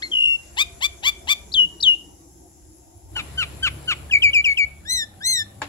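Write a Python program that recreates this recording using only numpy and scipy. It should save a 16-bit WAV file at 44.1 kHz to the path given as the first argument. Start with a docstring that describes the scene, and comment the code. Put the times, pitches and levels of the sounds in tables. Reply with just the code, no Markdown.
"""Caged myna in a garden

A myna sings close by: a chip, yelps, flicks into falling whistles, rasping chucks, a run of quick
notes, two nasal mews. Each is a pitch glide that drives a harmonic buzz and breath through a throat.
The cage knocks twice as decaying modes plus rattle; random echoes answer bird and cage.
Behind: shaped noise for rumble, moving air, a sizzle and pulsed insect hiss, and a far motor of
wavering sines. Rumble, air, hiss and motor jump up just after 3 s.
"""
import sys
import numpy as np
from scipy import signal
from scipy.fft import rfft, irfft
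from scipy.io import wavfile
from scipy.ndimage import uniform_filter1d

SR = 44100
rng = np.random.default_rng(int(sys.argv[2]) if len(sys.argv) > 2 else 0)


def materialize(psi):
    """Save the field psi as 16-bit PCM at rate SR to the path in sys.argv[1].

    A 1-D psi becomes a single channel; in a 2-D psi each row is a channel.
    """
    bounded = np.clip(np.atleast_2d(psi).T, -1, 1)
    quanta = np.round(bounded * 32767).astype(np.int16)
    wavfile.write(sys.argv[1], SR, quanta)


N = 250488
TIME = np.arange(N) / SR


def gain_of(db):
    """Decibels to amplitude."""
    return 10 ** (np.asarray(db) / 20)


def evened(x):
    """Scales to rms 1."""
    return x / np.sqrt(np.mean(x ** 2) + 1e-20)


def read(points, hz):
    """Reads a spectrum on a log-frequency axis."""
    f, value = np.transpose(points)
    return np.interp(np.log(hz + 1), np.log(f + 1), value)


def follow(rows, t):
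    """Reads every column of a curve at the times t."""
    s, *columns = np.transpose(rows)
    return [np.interp(t, s, c) for c in columns]


def add(mix, s, sound):
    """Mixes a sound in at s seconds."""
    part = mix[max(round(s * SR), 0):][:len(sound)]
    part += sound[:len(part)]


def wander(size, hz):
    """Random motion of rms 1, mostly slower than hz."""
    f = np.fft.rfftfreq(size, 1 / SR)
    return evened(irfft(rfft(rng.standard_normal(size)) / np.sqrt(1 + (f / hz) ** 4), size))


def ease(t, start, end):
    """A smooth step from 0 to 1 between two times."""
    return np.sin(np.pi / 2 * np.clip((t - start) / (end - start), 0, 1)) ** 2


# flutter spells: (from [s], to [s], rate [beats/s], depth [0-1])
FLUTTERS = [(.113, .275, 58.1, .9), (4.13, 4.19, 58, 1)]


def flutter(t):
    """The level beats many times a second, dipping to nothing between beats at depth 1."""
    gain = np.ones(len(t))
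    for start, end, rate, depth in FLUTTERS:
        beat = np.sqrt(2) * abs(np.sin(np.pi * rate * (t - start)))
        spell = np.clip(np.minimum(t - start, end - t) / .003, 0, 1)
        gain += depth * (beat - 1) * spell
    return uniform_filter1d(gain, size=60)


def note(t, hz, db, throat, jitter, shimmer, puff_db, rasp_hz):
    """The syrinx buzzes through the throat; as it slackens below rasp_hz its cycles turn uneven."""
    size = len(t)
    rasp = np.clip((rasp_hz - hz) / 110, 0, 1)
    beating = flutter(t)
    # the pitch shakes, most where it slides fast
    slide = np.clip(abs(np.gradient(np.log(hz))) * SR / 20, 0, 1) ** 2
    hz = hz * (1 + (jitter + .018 * slide + .06 * rasp) * wander(size, 600))
    # each beat bends the pitch, unevenly
    hz = hz * (1 + .03 * (beating - 1) * (1 + wander(size, 200)))
    phase = 2 * np.pi * np.cumsum(hz) / SR

    k = np.arange(1, 19)[:, None]
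    overtone = k > 1
    # soft blowing and fast slides dull the overtones; high ones flicker one by one
    high = np.clip((k * hz - 3500) / 5000, 0, 1) * overtone
    flicker_db = 3.62 * np.array([wander(size, 49) for _ in k])
    soft_db = 0.36 * (db - db.max())
    heights_db = read(throat, k * hz) + high * (soft_db + flicker_db) - 10 * slide * overtone
    heights = gain_of(heights_db) * (k * hz < SR / 2)
    heights /= np.sqrt((heights ** 2).sum(0) / 2)
    buzz = (heights * np.cos(k * phase + rng.uniform(0, 2 * np.pi, k.shape))).sum(0)
    # strong and weak cycles put half lines between the harmonics
    uneven = 0.5 * rasp * wander(size, 390) * np.cos(phase / 2)
    buzz *= 1 + (shimmer + .12 * slide) * wander(size, 130) + uneven

    # air hisses through once a cycle
    throat_gain = gain_of(read(throat, np.fft.rfftfreq(size, 1 / SR)))
    puff = evened(irfft(rfft(rng.standard_normal(size)) * throat_gain, size))
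    puff *= (gain_of(puff_db) + .28 * rasp) * (1 + np.cos(phase))
    puff = signal.sosfilt(signal.butter(3, 1400, "highpass", fs=SR, output="sos"), puff)
    return (buzz + puff) * beating * gain_of(db)


# left over right as the bird turns its head: (time [s], level [dB])
LEAN = [(.2, 4), (.8, 5.5), (1.3, 5.5), (1.7, 7.5), (3.2, 3.5), (3.9, 3.5), (4.3, 3), (4.6, 5), (5.3, 3.5)]


def phrase(gesture, notes, throat, lead_ms, jitter, shimmer, puff_db, rasp_hz=0):
    """Notes of one kind; the bird stands to the left, so that side hears it sooner and louder."""
    voice = np.zeros(N)
    for row in notes:
        add(voice, row[0], note(*gesture(*row), throat, jitter, shimmer, puff_db, rasp_hz))
    late = np.roll(voice, round(lead_ms * SR / 1000))
    left = gain_of(follow(LEAN, TIME)[0])
    return np.array([left * voice, late]) / np.sqrt((left ** 2 + 1) / 2)


def envelope(t, length, attack_s, release_s):
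    """The airflow opens, holds and closes (dB)."""
    return 20 * np.log10(ease(t, 0, attack_s) * ease(length - t, 0, release_s) + 1e-4)


def swoop(t, first_hz, top_hz, rise_s):
    """The syrinx tightens: the pitch climbs fast and levels off at its top."""
    return top_hz - (top_hz - first_hz) * np.clip(1 - t / rise_s, 0, 1) ** 2


def settle(t, first_hz, rest_hz, settle_s, wobble):
    """The syrinx relaxes: the pitch falls fast and unsteadily, then creeps to its rest."""
    fall = np.exp(-t / settle_s) * (1 + wobble * wander(len(t), 93))
    return rest_hz + (first_hz - rest_hz) * fall


def weak_spot(hz, centre_hz, width_hz):
    """From 0 to 1: how near a gliding note is to the pitch at which it carries poorly."""
    return np.exp(-((hz - centre_hz) / width_hz) ** 2)


# whistles: (start [s], length [s], plunge above glide [Hz], glide start [Hz], rest before sag [Hz],
#            base level [dB], crest after start [s], fade either side of crest [dB/s], accent [dB])
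WHISTLES = [(.111, 0.26, -1, 3420, 2835, -14.5, 0.14, 42, -10),
            (1.536, 0.13, 1899, 3995, 2910, -10, 0.062, 148.5, 3),
            (1.824, 0.1343, 1699.5, 4480, 2863, -8.5, 0.059, 185, 7.5)]
# throat and beak, also for flicks: (frequency [Hz], relative level [dB])
WHISTLE_THROAT = [(2800, 5.5), (4000, -14.5), (5700, -31.5), (7600, -19), (8700, -42), (14500, -47)]


def whistle(start, length, plunge_hz, first_hz, rest_hz, db, crest_s, fade_db_per_s, accent_db,
            plunge_s=0.0047, settle_s=.022, sag_hz_per_s=330, accent_s=0.0068, dip_db=4.0,
            attack_s=0.0089, release_s=0.017):
    """The pitch plunges and settles, then sags; the onset is accented and the level peaks at a crest."""
    t = np.arange(0, length, 1 / SR)
    glide = settle(t, first_hz, rest_hz, settle_s, wobble=0.05)
    hz = glide + plunge_hz * np.exp(-(t / plunge_s) ** 2) - sag_hz_per_s * t
    swell = accent_db * np.exp(-t / accent_s) - fade_db_per_s * abs(t - crest_s)
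    swell -= dip_db * weak_spot(hz, centre_hz=3250, width_hz=180)
    return start + t, hz, db + swell + envelope(t, length, attack_s, release_s)


# flicks just before a whistle: (start [s], length [s], top pitch [Hz], level [dB])
FLICKS = [(1.517, 0.021, 5500, -32.5), (1.801, .02, 6330, -30)]


def flick(start, length, top_hz, db, first_hz=3600, attack_s=0.0057, release_s=0.0091):
    """A thin, straight sweep upward."""
    t = np.arange(0, length, 1 / SR)
    hz = first_hz + (top_hz - first_hz) * t / length
    return start + t, hz, db + envelope(t, length, attack_s, release_s)


# quick notes: (start [s], length [s], first pitch [Hz], rest pitch [Hz], base level [dB],
#               crest after start [s], fade either side of crest [dB/s])
QUICK_NOTES = [(4.095, 0.014, 1712, 1700, -31.5, .008, 100), (4.107, 0.087, 3460, 2236, -8.5, 0.042, 330),
               (4.218, 0.094, 3444, 2256, -8, 0.029, 216), (4.329, 0.091, 3400, 2300, -10.5, 0.037, 152.5),
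               (4.44, 0.1, 3376, 2220, -13, 0.018, 70), (4.568, 0.088, 3250, 2230, -13.5, 0.032, 103)]
# throat and beak: (frequency [Hz], relative level [dB])
QUICK_THROAT = [(2300, 6), (2650, -9.5), (3200, 1), (4550, -20.5), (5900, -26), (6900, -23.5), (9200, -37),
                (14000, -40)]


def quick_note(start, length, first_hz, rest_hz, db, crest_s, fade_db_per_s, settle_s=.0145,
               strain_db_per_octave=7, dip_db=4, attack_s=0.0078, release_s=0.01284):
    """A short falling whistle, weaker while its pitch is still high."""
    t = np.arange(0, length, 1 / SR)
    hz = settle(t, first_hz, rest_hz, settle_s, wobble=.1)
    swell = -strain_db_per_octave * np.log2(hz / rest_hz) - fade_db_per_s * abs(t - crest_s)
    swell -= dip_db * weak_spot(hz, centre_hz=2656, width_hz=77)
    return start + t, hz, db + swell + envelope(t, length, attack_s, release_s)


# yelps: (start [s], length [s], top pitch [Hz], rise [s], final drop [Hz], level [dB])
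YELPS = [(.560, 0.079, 1226, .064, 2, -14.5), (0.801, 0.076, 1187, .056, 31, -16),
         (1.02, .09, 1178, .069, 26, -14.5), (1.265, .079, 1195, .049, 94.5, -13.5)]
# throat and beak: (frequency [Hz], relative level [dB])
YELP_THROAT = [(700, -4), (1200, -20.5), (1800, -5.5), (2400, -1), (3600, 0.5), (4800, -13), (5900, -17),
               (7100, -12), (9500, -30), (15000, -23.5)]


def yelp(start, length, top_hz, rise_s, drop_hz, db, first_hz=630, release_s=0.023):
    """Swells while the pitch climbs, then shuts quickly as the pitch drops."""
    t = np.arange(0, length, 1 / SR)
    hz = swoop(t, first_hz, top_hz, rise_s) - drop_hz * ease(t, length - release_s, length)
    return start + t, hz, db + envelope(t, length, length - release_s, release_s)


# mews: (start [s], length [s], first pitch [Hz], top pitch [Hz], base level [dB])
MEWS = [(4.846, 0.21, 1563, 2046, -20.5), (5.201, 0.24, 1430, 2092, -18.5)]
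# throat and beak: (frequency [Hz], relative level [dB])
MEW_THROAT = [(1650, 17), (2050, -14.5), (3500, 10.5), (4100, -1), (5200, 3), (6150, -4.5), (7200, -3.5),
              (8200, -5.5), (10000, -20.5), (12400, -23), (14500, -27)]


def mew(start, length, first_hz, top_hz, db, rise_s=0.09, end_hz=1745, sink_from=0.4, sink_to=0.99,
        attack_s=.015, swell_db=20, swell_s=.066, droop_db=5.0, release_s=0.031):
    """Starts softly and swells as it climbs, then sinks; the level droops with the pitch."""
    t = np.arange(0, length, 1 / SR)
    sink = ease(t / length, sink_from, sink_to)
    hz = swoop(t, first_hz, top_hz, rise_s) + (end_hz - top_hz) * sink
    swell = swell_db * (ease(t, attack_s, swell_s) - 1) - droop_db * sink
    return start + t, hz, db + swell + envelope(t, length, attack_s, release_s)


# chucks: (start [s], length [s], held pitch [Hz], end pitch [Hz], level before fade [dB])
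CHUCKS = [(3.15, 0.0729, 1484, 1167, -25), (3.371, 0.084, 1519, 1196, -20.5),
          (3.622, .076, 1560, 1098, -17), (3.872, 0.074, 1490, 1085, -18.5)]
# throat and beak: (frequency [Hz], relative level [dB])
CHUCK_THROAT = [(1100, -9.5), (1520, -4), (2400, 5.5), (3050, 3), (4500, -14.5), (6000, -22), (7500, -21.5),
                (15000, -48)]


def chuck(start, length, held_hz, end_hz, db, sink_from=.25, sink_to=.9, attack_s=0.019,
          fade_db_per_s=45, release_s=0.027):
    """Holds its pitch for the first part of its length, then sinks."""
    t = np.arange(0, length, 1 / SR)
    hz = held_hz + (end_hz - held_hz) * ease(t / length, sink_from, sink_to)
    fade = fade_db_per_s * np.maximum(t - attack_s, 0)
    return start + t, hz, db + envelope(t, length, attack_s, release_s) - fade


# chip: (start [s], length [s], top pitch [Hz], level before fade [dB])
CHIPS = [(0.019, .07, 2172, -24)]
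# throat and beak: (frequency [Hz], relative level [dB])
CHIP_THROAT = [(1400, -15), (2150, 2), (4200, 4.5), (6600, -27), (15000, -48)]


def chip(start, length, top_hz, db, first_hz=1300, rise_s=.017, sag_hz_per_s=2600,
         attack_s=0.0081, fade_db_per_s=340, release_s=.01):
    """A snap upward that sags and dies away."""
    t = np.arange(0, length, 1 / SR)
    hz = swoop(t, first_hz, top_hz, rise_s) - sag_hz_per_s * np.maximum(t - rise_s, 0)
    fade = fade_db_per_s * np.maximum(t - attack_s, 0)
    return start + t, hz, db + envelope(t, length, attack_s, release_s) - fade


# knocks on the cage: (time [s], base level [dB])
KNOCKS = [(3.163, -33), (5.617, -24)]
# cage modes: (frequency [Hz], relative level [dB], t60 [s])
CAGE = [(289, -15.5, 0.59), (604, -10.5, 0.12), (873, 2.5, 0.06), (1077, -7.5, 0.1), (1657, 3.5, 0.031),
        (2260, -3, 0.029), (7230, -2, 0.025)]


def knocks(rattle_db=-3, rattle_t60_s=0.15, low_hz=380, high_hz=3200, left_db=2):
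    """Each knock rings the cage's modes, with a short noisy rattle of the bars."""
    out, t = np.zeros((2, N)), np.arange(SR // 3) / SR
    band = signal.butter(2, [low_hz, high_hz], "bandpass", fs=SR)
    for s, db in KNOCKS:
        ring = sum(gain_of(level - 60 * t / t60) * np.sin(2 * np.pi * (hz * t + rng.random()))
                   for hz, level, t60 in CAGE)
        for side, lean_db in zip(out, (left_db, 0)):
            rattle = evened(signal.lfilter(*band, rng.standard_normal(len(t))))
            rattle *= gain_of(rattle_db - 60 * t / rattle_t60_s)
            add(side, s, gain_of(db + lean_db) * (ring + rattle) * np.minimum(t / .002, 1))
    return out


# garden ring time: (frequency [Hz], t60 [s])
GARDEN = [(500, .45), (2500, 0.38), (15000, .2)]


def garden(x, near_db=-23, near_t60_s=0.045, far_db=-24.5):
    """Quick echoes off the cage and its tray, then a thin tail from walls and trees."""
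    t = np.arange(SR) / SR
    sparse = rng.random((2, SR)) < 2500 / SR
    taps = rng.standard_normal((2, SR)) * sparse * (t > .002)
    near = taps * gain_of(-60 * t / near_t60_s)
    hz, s, z = signal.stft(taps * (t > .015), SR, nperseg=256)
    decay = gain_of(-60 * s / read(GARDEN, hz)[:, None])
    far = signal.istft(z * decay, SR, nperseg=256)[1][:, :SR]
    echoes = gain_of(near_db) * near / np.linalg.norm(near[0])
    echoes += gain_of(far_db) * far / np.linalg.norm(far[0])
    # the left side feeds both echo channels
    return signal.fftconvolve(x[:1], echoes, axes=1)[:, :N]


# backgrounds between the ears: (frequency [Hz], correlation [-1 to 1])
LIKENESS = [(100, 0.82), (300, .85), (800, -0.17), (2000, 0)]


def background(spectrum, level, patchy_db, lines_db, left_db):
    """Shaped noise with drifting patches and thin lasting tones, partly alike in both ears."""
    hz = np.fft.rfftfreq(2048, 1 / SR)
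    a, b, c, d, patches, lines = rng.standard_normal((N // 512 + 5, len(hz), 6)).T
    patches = evened(smear(patches, 14, 5))
    lines = evened(smear(lines, 2, 60))
    same, left = np.clip(read(LIKENESS, hz), -1, 1)[:, None], a + 1j * b
    right = same * left + np.sqrt(1 - same ** 2) * (c + 1j * d)
    z = np.array([left * gain_of(left_db), right])
    z *= gain_of(read(spectrum, hz)[:, None] + patchy_db * patches + lines_db * lines)
    noise = signal.istft(z, nperseg=2048, noverlap=1536)[1][:, :N]
    return gain_of(follow(level, TIME)[0]) * evened(noise)


def smear(grid, bins, frames):
    """Smooths a noise grid over frequency bins and time frames."""
    return uniform_filter1d(uniform_filter1d(grid, size=bins, axis=0), size=frames, axis=1)


# insect hiss spectrum: (frequency [Hz], relative level [dB])
HISS = [(5000, -48), (6800, -21), (7450, -1), (8200, -17.5), (9500, -17.5), (10900, 2.5), (12100, -20.5),
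        (12700, -53), (15000, -34.5)]
# (time [s], level [dB])
HISS_LEVEL = [(0, -53.5), (1.901, -57.5), (3.08, -59.5), (3.2, -49.5), (4, -52), (4.8, -57.5),
              (5.68, -57.5)]


def insects(depth=0.51, strokes_per_s=138.8):
    """The high hiss comes in fast strokes, as from a scraping insect."""
    strokes = np.cumsum(strokes_per_s * (1 + .004 * wander(N, 3))) / SR
    beat = 1 + depth * np.cos(2 * np.pi * strokes)
    return evened(beat) * background(HISS, HISS_LEVEL, patchy_db=-2.5, lines_db=0.5, left_db=9.5)


# sizzle spectrum: (frequency [Hz], relative level [dB])
SIZZLE = [(3500, -31), (5200, -4), (7200, 4), (9500, -24)]
# (time [s], level [dB])
SIZZLE_LEVEL = [(0, -53.5), (1.9, -54.5), (3.099, -61), (5.68, -67)]


def sizzle():
    """Unpulsed treble noise with thin tones, fading over the scene."""
    return background(SIZZLE, SIZZLE_LEVEL, patchy_db=1.5, lines_db=4.5, left_db=0)


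# moving-air spectrum: (frequency [Hz], relative level [dB])
AIR = [(100, 4.5), (900, 2), (2600, -3.5), (4000, -5.5), (9500, -19), (13500, -35), (15000, -32)]
# (time [s], level [dB])
AIR_LEVEL = [(0, -53), (1.9, -60.5), (2.3, -69), (3.08, -68.5), (3.179, -45.5), (4, -49), (4.75, -57),
             (5.68, -57.5)]


def air():
    """Moving air: broad noise that falls off toward the treble."""
    return background(AIR, AIR_LEVEL, patchy_db=2, lines_db=1, left_db=1)


# rumble spectrum: (frequency [Hz], relative level [dB])
RUMBLE = [(20, -39), (45, -23.5), (65, 4.5), (130, -7), (260, -14.5), (350, -6), (450, -20.5), (700, -12.5),
          (1500, -40)]
# (time [s], level [dB])
RUMBLE_LEVEL = [(0, -50), (1.6, -44.5), (2.6, -50), (3.079, -48), (3.181, -41.5), (4.1, -41),
                (4.599, -48.5), (5.68, -47)]


def rumble():
    """Low noise, strongest near 65 Hz."""
    return background(RUMBLE, RUMBLE_LEVEL, patchy_db=2, lines_db=4.5, left_db=1.3)


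# far motor: (time [s], firing rate [Hz], level [dB])
MOTOR = [(1.2, 62.62, -54.5), (3.08, 64, -63), (3.2, 69.5, -40.5), (4, 69.84, -41), (4.7, 67.06, -48.5),
         (5, 102.9, -52.5), (5.3, 94.5, -49.5), (5.68, 103.5, -50.5)]
# partials: (multiple of firing rate, relative level [dB])
MOTOR_ORDERS = [(1, 0.5), (2, -6.5), (2.5, -16)]


def motor(waver=0.014, throb=.25):
    """The low orders of a far engine, wavering in pitch and level."""
    hz, db = follow(MOTOR, TIME)
    phase = 2 * np.pi * np.cumsum(hz * (1 + waver * wander(N, 5.5))) / SR
    hum = sum(gain_of(level) * np.sin(k * phase) * (1 + throb * wander(N, 6.83))
              for k, level in MOTOR_ORDERS)
    return gain_of(db) * evened(hum)


def scene():
    """The bird and its cage in the garden."""
    near = knocks()
    for gesture, notes in (whistle, WHISTLES), (flick, FLICKS):
        near += phrase(gesture, notes, WHISTLE_THROAT, lead_ms=0.23, jitter=0.00059, shimmer=.03,
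                       puff_db=-50.5)
    near += phrase(quick_note, QUICK_NOTES, QUICK_THROAT, lead_ms=0.13, jitter=0.001, shimmer=0.012,
                   puff_db=-51)
    near += phrase(yelp, YELPS, YELP_THROAT, lead_ms=.22, jitter=.009, shimmer=.14,
                   puff_db=-18, rasp_hz=900)
    near += phrase(mew, MEWS, MEW_THROAT, lead_ms=.17, jitter=0.00063, shimmer=0.081, puff_db=-40.5)
    near += phrase(chuck, CHUCKS, CHUCK_THROAT, lead_ms=.13, jitter=.005, shimmer=.09,
                   puff_db=-26, rasp_hz=1370)
    near += phrase(chip, CHIPS, CHIP_THROAT, lead_ms=.2, jitter=.004, shimmer=.2, puff_db=-28)
    return near + garden(near) + insects() + sizzle() + air() + rumble() + motor()


def record(dry, edge_hz=15750):
    """Band limit: a steep linear-phase low-pass."""
    lowpass = signal.firwin(511, edge_hz, window=("kaiser", 9), fs=SR)
    return signal.oaconvolve(dry, lowpass[None], "same")


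dry = scene()
out = record(dry)
materialize(out)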